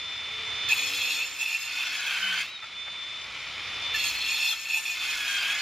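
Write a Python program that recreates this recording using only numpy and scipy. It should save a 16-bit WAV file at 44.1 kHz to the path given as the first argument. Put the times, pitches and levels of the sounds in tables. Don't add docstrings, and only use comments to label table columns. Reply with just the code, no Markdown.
import sys
import numpy as np
from scipy import signal
from scipy.fft import rfft, irfft
from scipy.io import wavfile
from scipy.ndimage import map_coordinates

SR = 44100
rng = np.random.default_rng(int(sys.argv[2]) if len(sys.argv) > 2 else 0)


def output_pcm(signal):
    pcm = np.clip(np.atleast_2d(signal).T, -1, 1) * 32767
    wavfile.write(sys.argv[1], SR, np.round(pcm).astype(np.int16))


N = 247401
TIME = np.arange(N) / SR
FREQ = np.maximum(np.arange(N // 2 + 1) * SR / N, 1)
WHINE_ORDER, GEAR_RATIO, TEETH = 8, 6, 24


def undb(db):
    return 10 ** (np.asarray(db) / 20)


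def curves(rows):
    s, *columns = np.transpose(rows)
    return [np.interp(TIME, s, c) for c in columns]


def colour(points):
    hz, db = np.transpose(points)
    return undb(np.interp(np.log(FREQ), np.log(hz), db))


def modes(rows, order=1):
    response = 0
    for k, (hz, width, db) in enumerate(rows):
        detuning = (FREQ ** 2 - hz ** 2) / (FREQ * width * order)
        response = response + (-1) ** k * undb(db) / (1 + 1j * detuning) ** order
    return response


def through(x, response):
    return irfft(rfft(x) * response, N)


def unit(x, lo_hz=0, hi_hz=SR):
    return x / np.std(through(x, (FREQ > lo_hz) & (FREQ < hi_hz)))


def noise():
    return rng.standard_normal(N)


def walk(rate_hz, size=32768):
    hz = np.arange(size // 2 + 1) * SR / N
    x = irfft(rfft(rng.standard_normal(size)) / (1 + (hz / rate_hz) ** 4), size)
    return np.interp(TIME, np.linspace(0, N / SR, size), x / np.std(x))


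def split(x, hz):
    low = through(x, 1 / (1 + (FREQ / hz) ** 24))
    return low, x - low


def ramp(start_s, length_s):
    return np.clip((TIME - start_s) / max(length_s, 1e-4), 0, 1)


def swell(top_s, rise_s, fall_s):
    return ramp(top_s - rise_s, rise_s) - ramp(top_s, fall_s)


# land_s (plate), touch_s (teeth), swing_s (guard swings back), sink_s, deepest_s, out_s (through),
# sag_hz (drop of the whine), release_power (lateness of release), plate_db (hum), ping_db (first touch),
# board_db, offcut_db, hold_s (governor holds the speed), skim_db (note of the skimming teeth)
CUTS = [(0.34, 0.683, 1.14, 1.68, 2.30, 2.455, 480.7, 3.0, -58.5, -37, -38, -55.5, .08, -59),
        (3.795, 3.936, 4.54, 4.95, 5.42, 5.645, 345.8, 1.3, -68, -28, -38.5, -63, .03, -52.5)]
CUT_COLUMNS = ("land_s touch_s swing_s sink_s deepest_s out_s sag_hz release_power "
               "plate_db ping_db board_db offcut_db hold_s skim_db").split()


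def cuts(names):
    return [[row[CUT_COLUMNS.index(name)] for name in names.split()] for row in CUTS]


TOUCH_S, EXIT_S = 0.0058, 0.074
SINK_POWER = 0.25
FREE_HZ = 3539
TOUCH_DIP_HZ, DIP_S, DIP_RECOVER_S = 88.8, .055, .5
RACE_DELAY_S = .009
OVERSHOOT_HZ, HUNT_HZ, HUNT_DECAY_S = 753.4, 2.85, .088


def feed():
    contact, depth, strain, hz = 0, 0, 0, FREE_HZ
    columns = "touch_s sink_s deepest_s out_s sag_hz release_power hold_s"
    for touch, sink, deepest, out, sag_hz, release_power, hold_s in cuts(columns):
        race = out + RACE_DELAY_S
        held = 1 - ramp(deepest, race - deepest) ** release_power
        load = held * np.sin(np.pi / 2 * ramp(sink + hold_s, deepest - sink - hold_s)) ** 2
        since = np.maximum(TIME - race, 0)
        hunt = OVERSHOOT_HZ * np.exp(-since / HUNT_DECAY_S) * np.sin(2 * np.pi * HUNT_HZ * since)
        dip = TOUCH_DIP_HZ * swell(touch + DIP_S, DIP_S, DIP_RECOVER_S)
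        hz = hz - dip - sag_hz * load + hunt
        contact = contact + ramp(touch, TOUCH_S) - ramp(out - EXIT_S / 2, EXIT_S)
        sunk = ramp(sink, deepest - sink) ** SINK_POWER
        depth = depth + sunk * (1 - ramp(out - EXIT_S / 2, EXIT_S / 2))
        strain = strain + load
    return contact, depth, strain, hz


# start_s, end_s, level_db
JUDDERS = [(2.143, 2.156, -35), (2.17, 2.178, -25), (2.225, 2.256, -32), (2.292, 2.336, -30.5),
           (2.375, 2.39, -34), (5.204, 5.238, -36), (5.34, 5.407, -36), (5.504, 5.549, -36)]


def judders(edge_s=0.0097):
    bursts = 0
    for start, end, db in JUDDERS:
        gate = ramp(start - edge_s / 2, edge_s) - ramp(end - edge_s / 2, edge_s)
        bursts = bursts + undb(db) * gate
    return bursts


# start_s, end_s, level_db, treble_db (relative to level_db)
BITES = [(0.699, 0.742, -24, -21), (0.777, 0.807, -32.5, -11), (0.831, 0.855, -29, -11.5),
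         (0.86, 0.918, -36, -3.5), (0.923, 0.995, -33.5, -4.5), (0.985, 1.092, -31.5, -10),
         (1.092, 1.198, -33, -6), (1.19, 1.247, -30.5, -17), (1.397, 1.448, -29, -13.5),
         (1.451, 1.57, -29, -13.5), (1.668, 1.718, -31.5, -18), (1.76, 1.888, -31, -14),
         (1.915, 1.966, -33, -9), (2.053, 2.18, -34, -13), (2.28, 2.4, -39, -31),
         (2.432, 2.447, -25.5, -30), (2.476, 2.502, -42, -12), (3.944, 4.019, -33, -7),
         (4.021, 4.11, -30, -8), (4.133, 4.202, -37, -10), (4.211, 4.235, -28.5, -8.5),
         (4.244, 4.544, -31.5, -8), (4.659, 4.683, -30.5, -24), (4.693, 4.722, -27.5, -14),
         (4.724, 4.795, -28, -14), (4.845, 4.977, -32, -11.5), (5, 5.148, -31, -9.5),
         (5.13, 5.409, -41.5, 0.5), (5.412, 5.544, -32.5, -9.5)]
BITE_ATTACK_S, BITE_RELEASE_S = 0.031, 0.034


def bite(contact, depth, judder):
    skim_db, buried_db, judder_db, grain_db = -40, -40, -7, -0.06
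    skim_treble_db, buried_treble_db = -44, -53.5
    power = (contact * undb(skim_db)) ** 2 + (depth * undb(buried_db)) ** 2 + (judder * undb(judder_db)) ** 2
    treble = (contact * undb(skim_treble_db)) ** 2 + (depth * undb(buried_treble_db)) ** 2
    for start, end, db, bright_db in BITES:
        attack = ramp(start - BITE_ATTACK_S / 2, BITE_ATTACK_S)
        burst = attack - ramp(end - BITE_RELEASE_S / 2, BITE_RELEASE_S)
        power = power + (burst * undb(db)) ** 2
        treble = treble + (burst * undb(db + bright_db)) ** 2
    grain = undb(grain_db * walk(12))
    return grain * np.sqrt(power), np.sqrt(grain * treble)


# frequency_hz, level_db
RUMBLE_COLOUR = [(20, -18), (35, -7), (55, 9), (67, -9), (84, 11.5), (105, 5.5), (150, -0.5), (300, -29.5)]
# time_s, level_db
DEEP_RUMBLE = [(0.0, -71), (0.64, -64), (0.87, -80), (2.53, -75), (4.27, -59.5), (4.62, -73), (5.28, -62),
               (5.61, -72)]
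GUST_RISE_S, GUST_FALL_S = 1.15, 0.54


def rumble(calm_db=-68, gust_db=14):
    gust = sum(swell(touch, GUST_RISE_S, GUST_FALL_S) for touch, in cuts("touch_s"))
    deep, upper = split(through(noise(), colour(RUMBLE_COLOUR)), 66)
    deep_db, = curves(DEEP_RUMBLE)
    return undb(calm_db + gust_db * gust) * unit(upper) + undb(deep_db) * unit(deep)


# time_s, level_db
AIR = [(0, -38.5), (.3, -37), (.7, -33.5), (1.2, -37), (1.35, -41), (1.7, -40), (2.38, -35.5), (2.56, -43),
       (2.85, -41), (3.5, -36.5), (3.93, -33), (4.5, -38.5), (4.6, -43), (5.05, -39), (5.61, -37)]
# frequency_hz, level_db
AIR_COLOUR = [(76, -43), (130, -16.5), (331, -15.5), (825, -11.5), (1360, -5), (1590, -9.5), (2180, 0.5),
              (2770, -5), (3590, -3), (3810, -4.5), (5450, -12), (8200, -30.5), (10400, -33.5),
              (13900, -47), (15000, -67)]
# frequency_hz, width_hz, level_db
HOUSING = [(1310, 68, -5), (2080, 170, -14), (2432, 115, 7.5), (3056, 73, 9), (5300, 88, 4), (6600, 110, 9)]


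def air(turns, contact, covered_db=-3, rattle_db=1.0, throb=0.096, housing_db=-3.0, trim_db=-2.09, treble_db=-9):
    level_db, = curves(AIR)
    pulse = 1 + throb * np.sin(2 * np.pi * turns / GEAR_RATIO)
    rush = noise() * undb(rattle_db * walk(740)) * pulse
    shell = np.sqrt(1 + np.abs(undb(housing_db) * modes(HOUSING)) ** 2)
    low, high = split(through(rush, colour(AIR_COLOUR) * shell), 3640)
    low, high = unit(low, 1200, 3200), unit(high, 4000, 7000)
    bass, middle = split(low, 665)
    return undb(level_db + trim_db) * (undb(covered_db * contact) * bass + middle + undb(treble_db) * high)


OFFCUT_HZ, OFFCUT_FALL_HZ_PER_S = 170, 108
OFFCUT_RISE_S, OFFCUT_FADE_S = 0.33, 0.14
HUM_WAVER_DB = 2


def hum(turns, depth, strain, treble):
    stray_rad, land_s, rest_s, lift_s = 0.58, 0.11, 0.26, 0.54
    force_db, buried_db, plate_note_db = -31, -65, -1.0
    blade = turns / GEAR_RATIO
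    force = undb(force_db) * treble + undb(buried_db) * depth ** 2 * (1 - strain) ** 2
    fourth, seventh = 4 * blade, 7 * blade
    notes = [(fourth, force)]
    for land, touch, out, plate_db, offcut_db in cuts("land_s touch_s out_s plate_db offcut_db"):
        plate = undb(plate_db) * (ramp(land - land_s, land_s) - ramp(touch + rest_s, lift_s))
        shaken = plate * ramp(touch, land_s)
        sway_hz = OFFCUT_HZ + OFFCUT_FALL_HZ_PER_S * (out - TIME)
        sway = np.cumsum(sway_hz) / SR
        loose = swell(out - OFFCUT_FADE_S, OFFCUT_RISE_S, 2 * OFFCUT_FADE_S)
        notes += [(turns, plate), (fourth, undb(plate_note_db) * shaken), (seventh, shaken),
                  (sway, undb(offcut_db) * loose ** 2)]
    total = 0
    for cycles, gain in notes:
        waver = undb(HUM_WAVER_DB * walk(8.5))
        total = total + gain * waver * np.sin(2 * np.pi * cycles + stray_rad * walk(19))
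    return np.sqrt(2) * total


# start_s, wood_peak_db, clack_peak_db
KNOCKS = [(2.626, -32, -49), (2.633, -34, -48), (2.641, -32.5, -45), (2.649, -40, -40), (2.867, -39, -42),
          (2.874, -40, -35), (2.881, -40, -32), (3.25, -44, -41), (4.526, -33, -46), (4.533, -29.5, -42)]
# frequency_hz, level_db
CLACK_COLOUR = [(100, -22), (300, -10), (900, -6), (2200, 4), (3200, -15), (6000, -28), (12000, -45)]
# frequency_hz, width_hz, level_db
KNOCK_MODES = [(570, 100, -23), (906, 34, 3), (1160, 90, -5), (1323, 38, 13), (1830, 120, 4.5),
               (2360, 330, 2)]


def knocks(contact_s=0.00019, scrape_s=0.0071, scrape_db=-20):
    out = np.zeros(N)
    wood, clack = modes(KNOCK_MODES), colour(CLACK_COLOUR)
    for s, db, clack_db in KNOCKS:
        since = np.maximum(TIME - s, 0)
        scrape = noise() * (TIME >= s) * np.exp(-since / scrape_s)
        push = (TIME >= s) * np.exp(-since / contact_s)
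        ring = through(push + undb(scrape_db) * scrape, wood)
        crack = through(scrape, clack)
        out += undb(db) * ring / np.abs(ring).max() + undb(clack_db) * crack / np.abs(crack).max()
    return out


# frequency_hz, width_hz, level_db
BOARD = [(705, 72, -10), (1484, 135, 2), (1790, 64, 1.5), (1686, 78, -3.5), (2244, 110, 7.5)]
# frequency_hz, width_hz, level_db
SLIVER = [(2135, 19, 0)]


def board(turns, contact, depth, skim_db=-54, depth_power=4.3):
    sliver_db, sliver_lead_s, sliver_rise_s = -37, 0.072, 0.046
    gain, sliver = undb(skim_db) * contact, 0
    for touch, out, board_db in cuts("touch_s out_s board_db"):
        gain = gain + undb(board_db) * (TIME > touch) * (TIME < out) * depth ** depth_power
        sliver = sliver + undb(sliver_db) * swell(out - sliver_lead_s, sliver_rise_s, sliver_lead_s)
    blows = teeth(turns, tear=7.1, chatter_db=-0.5)
    return gain * unit(through(blows, modes(BOARD))) + sliver * unit(through(blows, modes(SLIVER)))


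# multiple of the motor's turn, free_db, full_load_db
MOTOR_ORDERS = [(3, -64.5, -61), (5, -58, -59), (7, -80, -47.5), (9, -58, -61), (10, -78, -60),
                (12, -82, -52.5), (13, -90, -63), (16, -78, -57.5), (19, -82.5, -78)]
# frequency_hz, width_hz, level_db
GEAR_CASE = [(5170, 33, 13), (7075, 130, 9), (8400, 110, 7.5)]
# time_s, level_db
WHINE = [(0, -37.5), (.42, -37.5), (.69, -32), (.74, -40.5), (1.19, -37), (1.33, -50), (1.68, -48),
         (1.82, -36), (2.02, -47), (2.42, -55), (2.465, -46), (2.52, -45), (2.572, -39), (2.592, -59),
         (2.625, -40.5), (2.68, -48), (2.74, -44.5), (2.775, -38.5), (3.14, -38.5), (3.35, -50),
         (3.62, -44.5), (3.93, -32.5), (4.14, -44.5), (4.52, -31.5), (4.58, -70), (4.9, -50), (5.04, -35),
         (5.14, -42), (5.22, -40), (5.3, -39), (5.61, -46)]


def motor(turns, depth, strain, judder):
    flutter_rad, load_flutter_rad = 0.055, 0.62
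    shimmer_db, load_shimmer_db, strain_db = 0.7, 3.0, -44
    calm_waver_db, waver_db = 1.5, 2.5
    wander = flutter_rad * walk(44) + load_flutter_rad * depth * walk(58)
    angle = 2 * np.pi * turns + wander / WHINE_ORDER
    whine_db, = curves(WHINE)
    shimmer = undb((shimmer_db + load_shimmer_db * depth) * (walk(43) - depth / 2))
    mesh = np.hypot(undb(whine_db), undb(strain_db) * strain) * shimmer
    whine = np.hypot(mesh, judder) * np.sin(WHINE_ORDER * angle)
    tones = 0
    for order, free_db, loaded_db in MOTOR_ORDERS:
        level_db = free_db + depth * (loaded_db - free_db)
        level_db = level_db + (calm_waver_db + depth * waver_db) * walk(8.2)
        tones = tones + undb(level_db) * np.sin(order * angle)
    case = np.hypot(1, np.abs(modes(GEAR_CASE)))
    return np.sqrt(2) * (whine + through(tones, case))


CLINK_S, CLINK_HZ, CLINK_DECAY_S, CLINK_DB = 4.522, 3267, 0.01, -21.5


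def clink():
    since = np.maximum(TIME - CLINK_S, 0)
    envelope = ramp(CLINK_S, 0.0024) * np.exp(-since / CLINK_DECAY_S)
    return undb(CLINK_DB) * envelope * np.sin(2 * np.pi * CLINK_HZ * since)


# frequency_hz, width_hz, level_db
SQUEAL = (7190, 64, -53)


def squeal(swell_db=5.0):
    hz, width, db = SQUEAL
    gate = 0
    for swing, sink in cuts("swing_s sink_s"):
        gate = gate + ramp(swing, BITE_ATTACK_S) - ramp(sink, BITE_RELEASE_S)
    return gate * undb(db + swell_db * walk(26)) * unit(through(noise(), modes([(hz, width, 0)], order=2)))


def teeth(turns, uneven_db=-1.0, scatter_db=1.5, tear=47.0, chatter_db=0.2):
    phase = turns / GEAR_RATIO * TEETH
    tooth = phase.astype(int)
    proud_db = uneven_db * rng.standard_normal(TEETH)[tooth % TEETH]
    size = undb(proud_db + scatter_db * noise()[tooth])
    strikes = np.diff(phase % 1, prepend=0)
    fibres = noise() * np.exp(-(phase % 1) / .5)
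    return size * (unit(strikes) + tear * unit(fibres)) * undb(chatter_db * walk(69))


# frequency_hz, width_hz, light_load_db, full_load_db
PINCHED = [(1467, 38, -45.5, -44.5), (2124, 31, -43.5, -52), (2522, 74, -38.5, -43), (3037, 29, -63, -39.5),
           (3950, 39, -47, -52), (4420, 61, -42.5, -56), (5024, 97, -45.5, -72), (5650, 33, -50, -61)]


def binding(turns, depth, strain, swell_db=2.5):
    blows, out = teeth(turns), 0
    for hz, width, light_db, heavy_db in PINCHED:
        ring = unit(through(blows, modes([(hz, width, 0)], order=2)))
        out = out + ring * undb(light_db + strain * (heavy_db - light_db) + swell_db * walk(9.1))
    return depth * out


# multiple of the motor's turn, skimming_db, buried_db
GRIND_ORDERS = [(4, -15, -6.5), (6, -25, -15), (7, -32, -21), (8, -10, -10), (12, -10, -19), (13, -17, -24)]


def grind(turns, depth, strain, force, treble, spread_hz=26):
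    out = 0
    for order, skim_db, buried_db in GRIND_ORDERS:
        angle = 2 * np.pi * order * turns
        gain = undb(skim_db) * treble * (1 - depth) + undb(buried_db) * force * depth * strain
        out = out + gain * (walk(spread_hz) * np.sin(angle) + walk(spread_hz) * np.cos(angle))
    return out


TOOTH_FLUTTER, LOAD_FLUTTER = .3, .4


def tooth_note(turns, contact, depth, strain, shimmer_db=2.5, strain_db=-42, ping_s=0.027):
    ping, skim = 0, 0
    for touch, out, ping_db, skim_db in cuts("touch_s out_s ping_db skim_db"):
        ping = ping + undb(ping_db) * swell(touch + 2 * TOUCH_S, TOUCH_S, ping_s)
        skim = skim + undb(skim_db) * (TIME > touch) * (TIME < out)
    labour = undb(strain_db) * np.sqrt(strain) * depth
    steady = (skim * contact * (1 - depth) + labour) * undb(shimmer_db * walk(42))
    wander = (TOOTH_FLUTTER + LOAD_FLUTTER * depth) * walk(80)
    angle = 2 * np.pi * turns / GEAR_RATIO * TEETH + wander
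    return np.sqrt(2) * (ping + steady) * np.sin(angle)


# frequency_hz,
# width_hz, level_db
BLADE = [(890, 70, -24), (1780, 30, -28), (2490, 65, -2), (2620, 45, 0), (2705, 45, 1), (2990, 25, -15),
         (3490, 40, -8), (4080, 50, -17), (4430, 35, -8), (4780, 60, -22), (5090, 26, -7), (5370, 50, -16),
         (5680, 30, -14), (6420, 30, -19), (6740, 80, -9), (6970, 60, -18), (7340, 30, -19),
         (7620, 110, -23), (7950, 50, -24), (8430, 40, -24), (8685, 20, -12), (8845, 26, -17),
         (9850, 50, -27), (10130, 50, -24), (10440, 90, -23), (11490, 90, -20), (11830, 40, -28),
         (12260, 80, -18), (13180, 200, -25), (14030, 110, -18), (14700, 120, -27)]


def blade_ring(blows, drift_s=0.00004, drift_hz=9, shift_db=3.0, count=3):
    out = 0
    for k in range(count):
        ring = through(blows, modes(BLADE[k::count], order=2))
        read_at = (TIME + drift_s * walk(drift_hz)) * SR
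        bent = map_coordinates(ring, [read_at], order=3, mode="mirror")
        out = out + bent * undb(shift_db * walk(6.7))
    return out


# frequency_hz, width_hz, level_db
GUARD = [(3280, 25, -1.5), (3910, 24, -3.5), (4308, 29.4, 1), (5300, 38, -9.5)]
# frequency_hz, level_db
KERF_COLOUR = [(240, -80), (400, -21), (640, -25), (768, -16.5), (1270, -9.5), (1570, -10), (1910, -10),
               (2300, -4.5), (2540, 8), (2870, -10.5), (3150, 1), (3610, -4.5), (4150, -13), (4400, -2.5),
               (4600, -18), (5650, -14), (6710, -17.5), (8100, -24), (11800, -34), (15000, -26)]
# frequency_hz, width_hz, level_db (over the rasp)
KERF_RING = [(6200, 90, 3), (6520, 110, 6), (6800, 90, 5), (7300, 80, 4), (8300, 70, 4), (8850, 120, 7),
             (9760, 140, 15.5), (10260, 190, 13), (10800, 150, 1), (12300, 150, 7), (13100, 260, 11),
             (14030, 170, 9)]
# frequency_hz, level_db
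CHIPS_COLOUR = [(200, -53), (500, -23), (1500, -9), (3500, 4), (5500, 18.5), (7500, 16.5), (9300, -5),
                (11500, -14), (14000, -17)]


def cutting(turns, depth, force, treble):
    damping_db, guard_back_db, swing_s = 10, -10, 0.26
    chips_db, rasp_db, bite_trim_db, middle_db = -14, -3.0, -0.16, 5
    blows = teeth(turns)
    back = sum(ramp(swing, swing_s) - ramp(out, swing_s) for swing, out in cuts("swing_s out_s"))
    guard = undb(guard_back_db * back) * through(blows, modes(GUARD, order=2))
    ring = unit(blade_ring(blows) + guard, 2300, 2900)
    kerf = colour(KERF_COLOUR) * np.hypot(1, np.abs(modes(KERF_RING, order=2)))
    rasp = unit(through(teeth(turns, chatter_db=1.6), kerf), 2300, 2900)
    chips = unit(through(teeth(turns, chatter_db=3.0), colour(CHIPS_COLOUR)))
    mixed = undb(-damping_db * depth) * ring + undb(rasp_db) * depth * rasp + undb(chips_db) * chips
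    low, high = split(mixed, 4320)
    low, high = unit(low, 2300, 2900), unit(high)
    screech, middle = split(low, 3100)
    return undb(bite_trim_db) * force * screech + undb(middle_db) * np.sqrt(force * treble) * middle + treble * high


# frequency_hz, side_minus_mid_db
WIDTH = [(60, -47), (110, -39), (200, -25), (380, -16), (700, -21.5), (1290, -38.5), (2380, -21),
         (4400, -6.5), (8120, 3.5), (15000, -3)]


def ports(x, scatter_s=0.0029, drift_hz=9, width_db=-2.5, count=4):
    side, width = 0, undb(width_db) * colour(WIDTH)
    for _ in range(count):
        echoes = noise() * np.exp(-TIME / scatter_s)
        spectrum = rfft(echoes) / np.linalg.norm(echoes)
        side = side + walk(drift_hz) * through(x, width * spectrum) / np.sqrt(count)
    return np.array([x + side, x - side])


def scene():
    contact, depth, strain, whine_hz = feed()
    judder = judders()
    force, treble = bite(contact, depth, judder)
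    turns = np.cumsum(whine_hz / WHINE_ORDER) / SR
    wood = hum(turns, depth, strain, treble) + knocks() + board(turns, contact, depth)
    blade = squeal() + binding(turns, depth, strain) + grind(turns, depth, strain, force, treble)
    blade = blade + tooth_note(turns, contact, depth, strain) + cutting(turns, depth, force, treble)
    saw = air(turns, contact) + motor(turns, depth, strain, judder) + clink() + blade
    return ports(rumble() + wood + saw)


TOP_HZ = 15000


def record(dry):
    return signal.sosfilt(signal.ellip(10, .2, 80, TOP_HZ, fs=SR, output="sos"), dry)


dry = scene()
out = record(dry)
output_pcm(out)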